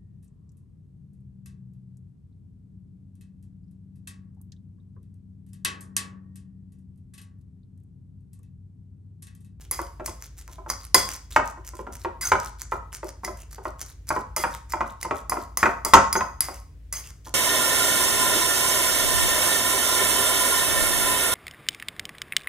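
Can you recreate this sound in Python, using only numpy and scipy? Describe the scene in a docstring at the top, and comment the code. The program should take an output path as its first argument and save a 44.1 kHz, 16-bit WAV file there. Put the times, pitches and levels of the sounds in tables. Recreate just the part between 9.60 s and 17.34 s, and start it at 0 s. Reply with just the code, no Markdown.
"""Small kitchen: a steel fork mashes banana in a ceramic bowl on a stone counter.
On most strokes the tines clink on the glaze, at times dragging or squeaking, then the pressed
bowl knocks on the counter. Between them the wet pulp crackles and its air pockets pop.
A low appliance rumble lies underneath."""
import sys
import numpy as np
from scipy import signal
from scipy.fft import rfft, irfft
from scipy.io import wavfile
from scipy.ndimage import uniform_filter1d

SR = 44100
rng = np.random.default_rng(int(sys.argv[2]) if len(sys.argv) > 2 else 0)


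def file_out(sig):
    """Save sig as 16-bit WAV at sys.argv[1]."""
    # one column per channel
    cols = np.atleast_2d(sig).T
    # limit, then scale
    lim = np.clip(cols, -1, 1)
    pcm = np.round(lim * 32767).astype(np.int16)
    wavfile.write(sys.argv[1], SR, pcm)


N = 341334
T = np.arange(SR // 2) / SR  # time within one event, s

# tine hits on the bowl: start_s, tick_db, fork_db, bright_db, drag_s
TINE_HITS = [(0.112, -21, -30, 16.5, 0.039), (0.4607, -27, -40.5, -1.5, 0.0095),
             (1.1004, -19.5, -41, -4.5, 0), (1.3449, -6.5, -21, 3.5, 0.063), (2.6109, -58.5, -27, 2, .095),
             (3.6478, -28, -42, -3.5, 0), (4.49, -27.5, -47, 0, 0), (4.7639, -23, -28.5, -6, 0.077),
             (5.122, -31.5, -47, -12, 0.0037), (5.429, -27.5, -51, -3.5, 0.0015),
             (5.6962, -22, -36.5, 6, 0), (5.9725, -19.5, -32, 1.5, .068), (6.249, -21, -30.5, 0.5, .05),
             (6.3368, -21.5, -37.5, -1, 0), (6.5278, -18, -32.5, 2.5, 0.051), (6.8063, -15, -28.5, 14, 0),
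             (7.3262, -28.5, -32.5, 4.5, 0.09)]
# free modes of the bowl's wall: pitch_hz, relative_db, t60_s
WALL_MODES = [(1077, -2, .3), (2046, -3, .22), (3335, -3, .38), (4950, -8, .2), (6595, -3, .15),
              (8690, 3, .17), (10280, -3, .16), (12340, -8, .12)]
# fork modes: pitch_hz, relative_db, t60_s (capped in use)
FORK_MODES = [(1114, 1.5, 0.083), (2038, 2, 0.53), (2347, -9.5, 0.068), (2680, -26.5, 0.14),
              (4930, 2.5, 0.25), (5320, -9.5, 0.15), (5980, -6, .22), (6380, 0, 0.21), (6800, -3.5, 0.42),
              (7380, -3, 0.23), (8100, 0, .2), (8870, -3.5, 0.59), (10014, 1.5, 0.088), (11280, 0, 0.044),
              (10840, -8, .18), (13670, 1, .16), (14080, -6, .15), (15500, -7.5, 0.15)]
# steel-on-glaze contact noise: freq_hz, relative_db
TICK_SPECTRUM = [(300, -9.5), (1200, -6.5), (2200, -6), (3000, -26.5), (4000, -12), (5000, 7), (8000, -7.5),
                 (9300, -15), (10600, 10), (12200, -6), (14500, -3), (16000, -16.5)]
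# snaps in wet pulp: freq_hz, relative_db
PULP_SPECTRUM = [(400, -19.5), (1200, -0.5), (2200, -1), (3500, -16), (6000, 4), (9000, -2), (12000, -1),
                 (16000, -10)]


def amp(db):
    """Decibels to gain."""
    return 10 ** (np.asarray(db) / 20)


def curve_at(points, hz):
    """Table interpolated over log frequency."""
    freq_hz, value = np.transpose(points)
    return np.interp(np.log(hz + 1), np.log(freq_hz), value)


def unit_rms(x, first_s=None):
    """Scales x to rms 1, over its opening first_s if given."""
    part = x[..., :max(int(first_s * SR), 16) if first_s else None]
    return x / np.sqrt(np.mean(part ** 2) + 1e-20)


def add(mix, start_s, sound):
    """Mixes a sound in at start_s."""
    part = mix[max(round(start_s * SR), 0):][:len(sound)]
    part += sound[:len(part)]


def colour(x, spectrum, size=2048):
    """Minimum-phase filter with the given spectrum."""
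    log_gain = np.log(amp(curve_at(spectrum, abs(np.fft.fftfreq(size, 1 / SR)))))
    taps = np.fft.ifft(np.exp(np.conj(signal.hilbert(log_gain)))).real
    return signal.fftconvolve(x, taps[:size // 2])[:len(x)]


def burst(spectrum, t60_s):
    """Decaying coloured contact noise."""
    return colour(rng.standard_normal(len(T)) * amp(-60 * T / t60_s), spectrum)


def ring(hz, db, t60_s, detune):
    """Decaying modes; pitch, strength and sign vary at random, as with the point of impact."""
    shift, size, sign = rng.uniform(-1, 1, (3, len(hz)))
    poles = 2j * np.pi * hz * (1 + detune * shift) - np.log(1000) / t60_s
    strength = np.sign(sign) * amp(db + 3 * size)
    return strength @ np.exp(poles[:, None] * T[:len(T) * 2 // 3]).imag


def grains(per_s, spread_db):
    """Random impulses of very unequal size."""
    size = amp(spread_db * np.minimum(rng.exponential(1, len(T)), 4)) * rng.choice([-1, 1], len(T))
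    return unit_rms(size * (rng.random(len(T)) < per_s / SR))


def appliance_rumble(level_db=-46.5, side_db=-19):
    """Machine rumble through the building, nearly mono in the bass, with faint hiss and hum."""
    # room tone: freq_hz, relative_db
    spectrum = [(20, -37.5), (36, -26), (47, -5.5), (56, -2), (66, 0), (92, -4.5), (115, -14), (140, -13),
                (185, -24), (290, -31.5), (450, -33.5), (1000, -50), (2000, -46.5), (4000, -52.5),
                (9000, -55), (16000, -59.5)]
    # steady hum: pitch_hz, level_db
    hum_lines = [(54, -46), (286, -71)]
    hz, t = np.fft.rfftfreq(N, 1 / SR), np.arange(N) / SR
    mid, side = rfft(rng.standard_normal((2, N)))
    side *= np.minimum(amp(side_db) * np.maximum(hz / 90, 1), .8)
    noise = irfft(np.array([mid + side, mid - side]) * amp(curve_at(spectrum, hz)), N)
    hum = sum(amp(db) * np.sqrt(2) * np.sin(2 * np.pi * (f * t + rng.random())) for f, db in hum_lines)
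    return amp(level_db) * unit_rms(noise) + hum


def kitchen_reverb(x, predelay_s=.005, wide_above_hz=700):
    """Dense reflections from counter, packets and walls; each band decays at its own rate."""
    # room decay: freq_hz, t60_s
    decay = [(100, 0.56), (400, 0.25), (1000, 0.43), (2800, 0.34), (7000, 0.4), (15000, 0.07)]
    # reflection strength: freq_hz, gain_db
    send = [(60, -2.5), (300, 5.5), (700, -0.5), (1100, -4), (2000, -6), (5000, -6), (10000, -9.5),
            (16000, -21)]
    echoes = unit_rms(rng.standard_normal((2, SR)) * (rng.random((2, SR)) < 5000 / SR))
    hz, t, (mid, side) = signal.stft(echoes, SR, nperseg=256)
    width = .64 * np.minimum(hz / wide_above_hz, 1)[:, None]  # long waves reach both ports alike
    bands = np.array([mid + width * side, mid - width * side]) / np.sqrt(1 + width ** 2)
    t60_s = curve_at(decay, hz)[:, None]
    unit_energy = np.sqrt(np.log(1e6) / t60_s / SR)
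    bands *= amp(curve_at(send, hz)[:, None] - 60 * t / t60_s) * unit_energy
    tail = np.pad(signal.istft(bands, SR, nperseg=256)[1], ((0, 0), (int(predelay_s * SR), 0)))
    return signal.fftconvolve(x[None], tail, axes=1)[:, :N]


def squelches(enter_s=.066, pull_s=.088, pull_db=-6):
    """Each stroke squeezes the pulp going in, sucks coming out. Rows: start_s, length_s, level_db."""
    # mashing strokes, about three a second: start_s, squelch_db, hold_s
    strokes = [(0, -54, .2), (0.44, -46.5, .155), (0.765, -50, 0.12), (1.075, -44.5, 0.11),
               (1.34, -35, .15), (1.701, -45.5, 0.14), (2.04, -48, 0.099), (2.314, -48.5, 0.07),
               (2.61, -42, 0.2), (2.981, -48.5, 0.12), (3.317, -44, .11), (3.629, -46.5, 0.13),
               (3.903, -49, 0.12), (4.179, -45.5, 0.069), (4.466, -45.5, 0.073), (4.76, -41.5, 0.14),
               (5.085, -49, 0.16), (5.398, -45.5, 0.14), (5.69, -47, 0.083), (5.97, -50, 0.072),
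               (6.8, -46.5, .125), (7.325, -43, 0.1), (7.638, -49.5, .12)]
    entries = [(start_s, enter_s, db) for start_s, db, _ in strokes]
    pulls = [(start_s + hold_s, pull_s, db + pull_db) for start_s, db, hold_s in strokes]
    return entries + pulls


def bubble(decay_cycles, low_hz=1700, high_hz=11000):
    """A tiny cavity of random size rings briefly."""
    hz = low_hz * (high_hz / low_hz) ** rng.random()
    cycles = hz * T[:1024]
    return np.sin(2 * np.pi * cycles) * np.exp(-cycles / decay_cycles)


def pulp_crackle(hiss_db=-12, bubbles_db=-4, bubble_sizes=6):
    """Wet films tear in clumps under the tines: tiny snaps and bubbles over a soft hiss."""
    out = np.zeros(N)
    for start_s, length_s, level_db in squelches():
        size = int(length_s * SR)
        tearing = grains(per_s=1600, spread_db=6) + amp(hiss_db) * rng.standard_normal(len(T))
        snaps = colour(tearing, PULP_SPECTRUM)[:size]
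        bubbles = np.zeros(size)
        for _ in range(bubble_sizes):
            triggers = grains(per_s=150, spread_db=4.5)[:size]
            cavity = unit_rms(bubble(decay_cycles=2.7, low_hz=2730))
            bubbles += signal.fftconvolve(triggers, cavity)[:size]
        clumps_db = 5.5 * unit_rms(uniform_filter1d(rng.standard_normal(size), size=130))
        squelch = unit_rms(amp(clumps_db) * (unit_rms(snaps) + amp(bubbles_db) * unit_rms(bubbles)))
        add(out, start_s, amp(level_db + 1) * squelch * signal.windows.tukey(size, .5))
    return out


def air_pops(snap_db=-4, above_squelch_db=18, spread_db=4, per_squelch=2):
    """Air pockets snap open: a few large ones, and small ones in every squelch."""
    # large pockets: start_s, peak_db
    large = [(0.2174, -20), (0.624, -19.5), (0.799, -33.5), (0.8787, -26.5), (1.49, -11.5), (1.8765, -21.5),
             (2.0764, -20), (2.3543, -19), (2.801, -15.5), (2.8605, -18.5), (3.0183, -15), (3.329, -19.5),
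             (3.349, -17.5), (3.491, -24.5), (4.2151, -14.5), (4.9496, -18)]
    out = np.zeros(N)
    spans = squelches()
    scatter = rng.uniform(-.8, 1, (len(spans), per_squelch, 2))
    small = [(start_s + length_s * (1 + when) / 2, db + above_squelch_db + spread_db * size)
             for (start_s, length_s, db), draws in zip(spans, scatter) for when, size in draws]
    for start_s, peak_db in large + small:
        cavity = bubble(decay_cycles=.6)
        snap = unit_rms(burst(PULP_SPECTRUM, t60_s=.0017), first_s=.003)
        pop = cavity + amp(snap_db) * snap[:len(cavity)]
        add(out, start_s, amp(peak_db) * pop / abs(pop).max())
    return out


def grind(drive, width_hz=240, floor_db=-9):
    """Grit drives the fork's broad resonances, a different mix at every grip."""
    mode_hz, mode_db, _ = np.transpose(FORK_MODES)
    grip_db = rng.uniform(-4, 4, len(mode_hz))
    hz = np.fft.rfftfreq(len(drive), 1 / SR)
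    peaks = 1 / (1 + ((hz - mode_hz[:, None]) / (width_hz / 2)) ** 2)
    power = amp(mode_db + grip_db) ** 2 @ peaks + amp(floor_db + curve_at(TICK_SPECTRUM, hz)) ** 2
    return colour(drive, np.c_[hz + 1, 10 * np.log10(power)])


def tine_scrapes(delay_s=.006, drag_db=-8.5, wall_db=-12):
    """Tines dragged on after a clink grind the glaze and keep the bowl's wall singing."""
    out = np.zeros(N)
    for start_s, _, fork_db, _, drag_s in TINE_HITS:
        if drag_s == 0:
            continue
        size = max(int(drag_s * SR), 256)
        grit = grains(per_s=3500, spread_db=4)
        wall = signal.fftconvolve(grit, ring(*np.transpose(WALL_MODES), detune=.0085))
        drag = unit_rms(grind(grit)[:size]) + amp(wall_db) * unit_rms(wall[:size])
        add(out, start_s + delay_s, amp(fork_db + drag_db) * drag * signal.windows.tukey(size, .5))
    return out


def tine_squeaks(waver=.026):
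    """A tine sticks and slips on the glaze: a short, wavering glide."""
    # stick-slip glides: start_s, length_s, first_hz, last_hz, level_db
    glides = [(2.623, 0.048, 1650, 1315, -38.5), (2.651, 0.012, 6450, 6160, -25),
              (2.671, 0.0064, 6550, 6250, -22.5), (6.337, 0.033, 6750, 6680, -27),
              (6.559, 0.0297, 6050, 6630, -29), (7.352, 0.026, 6200, 6370, -34)]
    out = np.zeros(N)
    for start_s, length_s, first_hz, last_hz, level_db in glides:
        size = int(length_s * SR)
        jitter = unit_rms(uniform_filter1d(rng.standard_normal(size), size=40))
        hz = np.linspace(first_hz, last_hz, size) * (1 + waver * jitter)
        tone = unit_rms(np.sin(2 * np.pi * np.cumsum(hz) / SR))
        add(out, start_s, amp(level_db) * tone * signal.windows.tukey(size, .5))
    return out


def glint(hz, centre_hz=11000, half_width_oct=.2):
    """Weight, 0 to 1, of the high band that glancing hits favour."""
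    return np.exp(-(np.log2(hz / centre_hz) / half_width_oct) ** 2)


def fork_clinks(tine_count=3, rattle_db=-1, firm_db=-23, max_t60_s=.21):
    """Steel meets glaze: a sharp tick, unequal tines ringing and rattling, and the bowl's wall."""
    out = np.zeros(N)
    hz, db, t60_s = np.transpose(FORK_MODES)
    t60_s = np.minimum(t60_s, max_t60_s)  # keeps the fork's ring short
    for start_s, tick_db, fork_db, bright_db, _ in TINE_HITS:
        grip_db = rng.uniform(-4, 4, len(hz))
        modes_db = db + grip_db + bright_db * glint(hz)
        tines = sum(ring(hz, modes_db, t60_s, detune=.015) for _ in range(tine_count))
        size = len(tines)
        first_swing = unit_rms(tines * amp(-60 * T[:size] / .021), first_s=.0028)  # dies in the pulp
        spectrum = [(f, band_db + bright_db * glint(f)) for f, band_db in TICK_SPECTRUM]
        tick = unit_rms(burst(spectrum, t60_s=.028), first_s=.01)[:size]
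        add(out, start_s, amp(tick_db) * (first_swing + tick / 2))
        rattle = grind(rng.standard_normal(len(T)) * amp(-60 * T / .44))[:size]
        fork = unit_rms(tines, first_s=.025) + amp(rattle_db) * unit_rms(rattle, first_s=.011)
        add(out, start_s, amp(fork_db - 5.5) * fork)
        # the wall rings more under firm hits, less under bright, glancing ones
        wall_db = fork_db - 21.5 + 1.05 * max(tick_db - firm_db, 0) - .52 * bright_db
        for _ in range(2):  # bowl modes come in close pairs
            add(out, start_s, amp(wall_db) * ring(*np.transpose(WALL_MODES), detune=.0044))
    return out


def blows(jump_above_db=-13.5, rebound_s=.03, rebound_db=-13.5, rebound_hardness_db=-13):
    """Knocks; after heavy ones the bowl lands again, duller. Rows: start_s, level_db, hardness_db."""
    # bowl on counter: start_s, level_db
    knocks = [(0.1903, -26), (0.398, -35), (0.4784, -34.5), (0.8851, -49.5), (0.982, -43), (1.0626, -38.5),
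              (1.3475, -15.5), (1.474, -44), (1.7621, -10.5), (1.974, -44.5), (2.135, -41.5),
              (2.1917, -33.5), (2.268, -34.5), (2.4482, -25.5), (2.7183, -11), (3.1203, -21.5),
              (3.4301, -32), (3.6343, -34.5), (3.677, -32), (3.9826, -39.5), (4.054, -26.5), (4.505, -20),
              (4.563, -24), (4.7679, -26.5), (4.838, -19), (5.1356, -21.5), (5.2071, -20), (5.4489, -29),
              (5.51, -21), (5.7189, -21.5), (5.7697, -26.5), (6.0292, -12.5), (6.0567, -16),
              (6.2552, -27.5), (6.3358, -1.5), (6.5545, -19), (6.6083, -21), (6.8849, -31.5),
              (7.666, -41.5)]
    # upper minus lower modes, by knock strength: level_db, hardness_db
    hardness = [(-42.5, -27), (-27.5, -18.5), (-20.5, -4.5), (-17, 4.5), (-9, 10.5), (-3, 5.5)]
    direct = [(start_s, db, np.interp(db, *np.transpose(hardness))) for start_s, db in knocks]
    rebounds = [(start_s + rebound_s, db + rebound_db, rebound_hardness_db)
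                for start_s, db in knocks if db > jump_above_db]
    return direct + rebounds


def chatter(x, count=3, within_s=.009, touch_db=-4):
    """The bowl rocks on its foot ring and touches down again in quick succession."""
    touches = np.zeros(1024)
    touches[0] = 1
    delays = (rng.uniform(.2, 1, count) * within_s * SR).astype(int)
    touches[delays] += amp(touch_db) * rng.uniform(-1, 1, count)
    return signal.fftconvolve(x, touches)[:len(x)]


def tilt(hz, pivot_hz=1250):
    """Weight, -0.5 to 0.5, by which hard contact favours the upper modes."""
    return np.tanh(np.log(hz / pivot_hz) / .88) / 2


def bowl_knocks(medium_db=-23.5, heavy_db=-5, max_t60_s=.065):
    """The foot ring slaps the stone: damped bowl modes, dull thud, thin crack; heavy blows boom."""
    # modes of the bowl's short, dry knock on the counter: pitch_hz, relative_db, t60_s (capped below)
    foot_modes = [(283.9, -29.5, .2), (359, -17, 0.16), (524, -15, 0.033), (602.6, -11, 0.1),
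                  (694, -14, 0.22), (819, -23.5, .07), (935.7, -1.5, 0.09), (1050.3, -2, 0.09),
                  (1111, -4.5, 0.067), (1283.6, -5, 0.22), (1421, -3, 0.037), (1610, -10, 0.038),
                  (1949, -5, 0.035), (2290, -15, 0.15), (2465, -15.5, 0.079)]
    # low contact noise: freq_hz, relative_db
    thud_spectrum = [(30, -24.5), (70, -12.5), (150, -13.5), (400, -9.5), (1000, 4), (1900, -4),
                     (3000, -27), (6000, -42.5), (16000, -69)]
    # high contact noise: freq_hz, relative_db
    crack_spectrum = [(1000, -17), (2800, 2), (4000, -10), (6600, 0.5), (8200, -8), (11000, -18),
                      (16000, -19)]
    # counter and cabinet: pitch_hz, relative_db, t60_s
    counter_modes = [(71, -15, 0.24), (101, -23, 0.56), (197, -21, .25), (289.5, -21.5, .22)]
    out = np.zeros(N)
    hz, db, t60_s = np.transpose(foot_modes)
    t60_s = np.minimum(t60_s, max_t60_s)
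    for start_s, level_db, hardness_db in blows():
        modes = ring(hz, db + hardness_db * tilt(hz), t60_s, detune=.039)
        body = unit_rms(chatter(modes), first_s=.017)
        size = len(body)
        spectrum = [(f, band_db + hardness_db * tilt(f)) for f, band_db in thud_spectrum]
        thud = unit_rms(burst(spectrum, t60_s=.058), first_s=.004)[:size]
        crack = unit_rms(burst(crack_spectrum, t60_s=.08), first_s=.0035)[:size]
        crack_db = -28 + .79 * max(level_db - medium_db, 0)
        knock = unit_rms(body + amp(-2) * thud, first_s=.0077) + amp(crack_db) * crack
        add(out, start_s, amp(level_db + .5) * knock)
        boom = ring(*np.transpose(counter_modes), detune=.012)
        boom_db = level_db - 3 + np.clip(level_db - heavy_db, -5, 0)
        swell = 1 - np.exp(-T[:size] / .022)  # the heavy slab starts slowly
        add(out, start_s, amp(boom_db) * boom * swell)
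    return out


def scene():
    """The bowl close to two microphone ports, with kitchen reflections and rumble."""
    # left port behind right: freq_hz, lag_rad
    port_lag = [(100, 0.062), (1100, 0.92), (3500, 0.14), (5200, 1.2), (16000, 1.51)]
    bowl = bowl_knocks() + fork_clinks() + tine_scrapes() + tine_squeaks() + pulp_crackle() + air_pops()
    in_room = bowl * amp([[-.4], [.4]]) + kitchen_reverb(bowl) * amp([[.7], [-.7]])
    lag_rad = curve_at(port_lag, np.fft.rfftfreq(N, 1 / SR))
    at_ports = irfft(rfft(in_room) * np.exp(np.outer([-.5j, .5j], lag_rad)), N)
    return at_ports + appliance_rumble() * amp([[.4], [-.4]])


def record(dry):
    """The hardest knocks clip; a low-pass follows."""
    cutoff_hz = 16100
    lowpass = signal.firwin(201, cutoff_hz, window=("kaiser", 7), fs=SR)
    return signal.oaconvolve(np.clip(dry, -1, 1), lowpass[None], "same")


dry = scene()
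out = record(dry)
file_out(out)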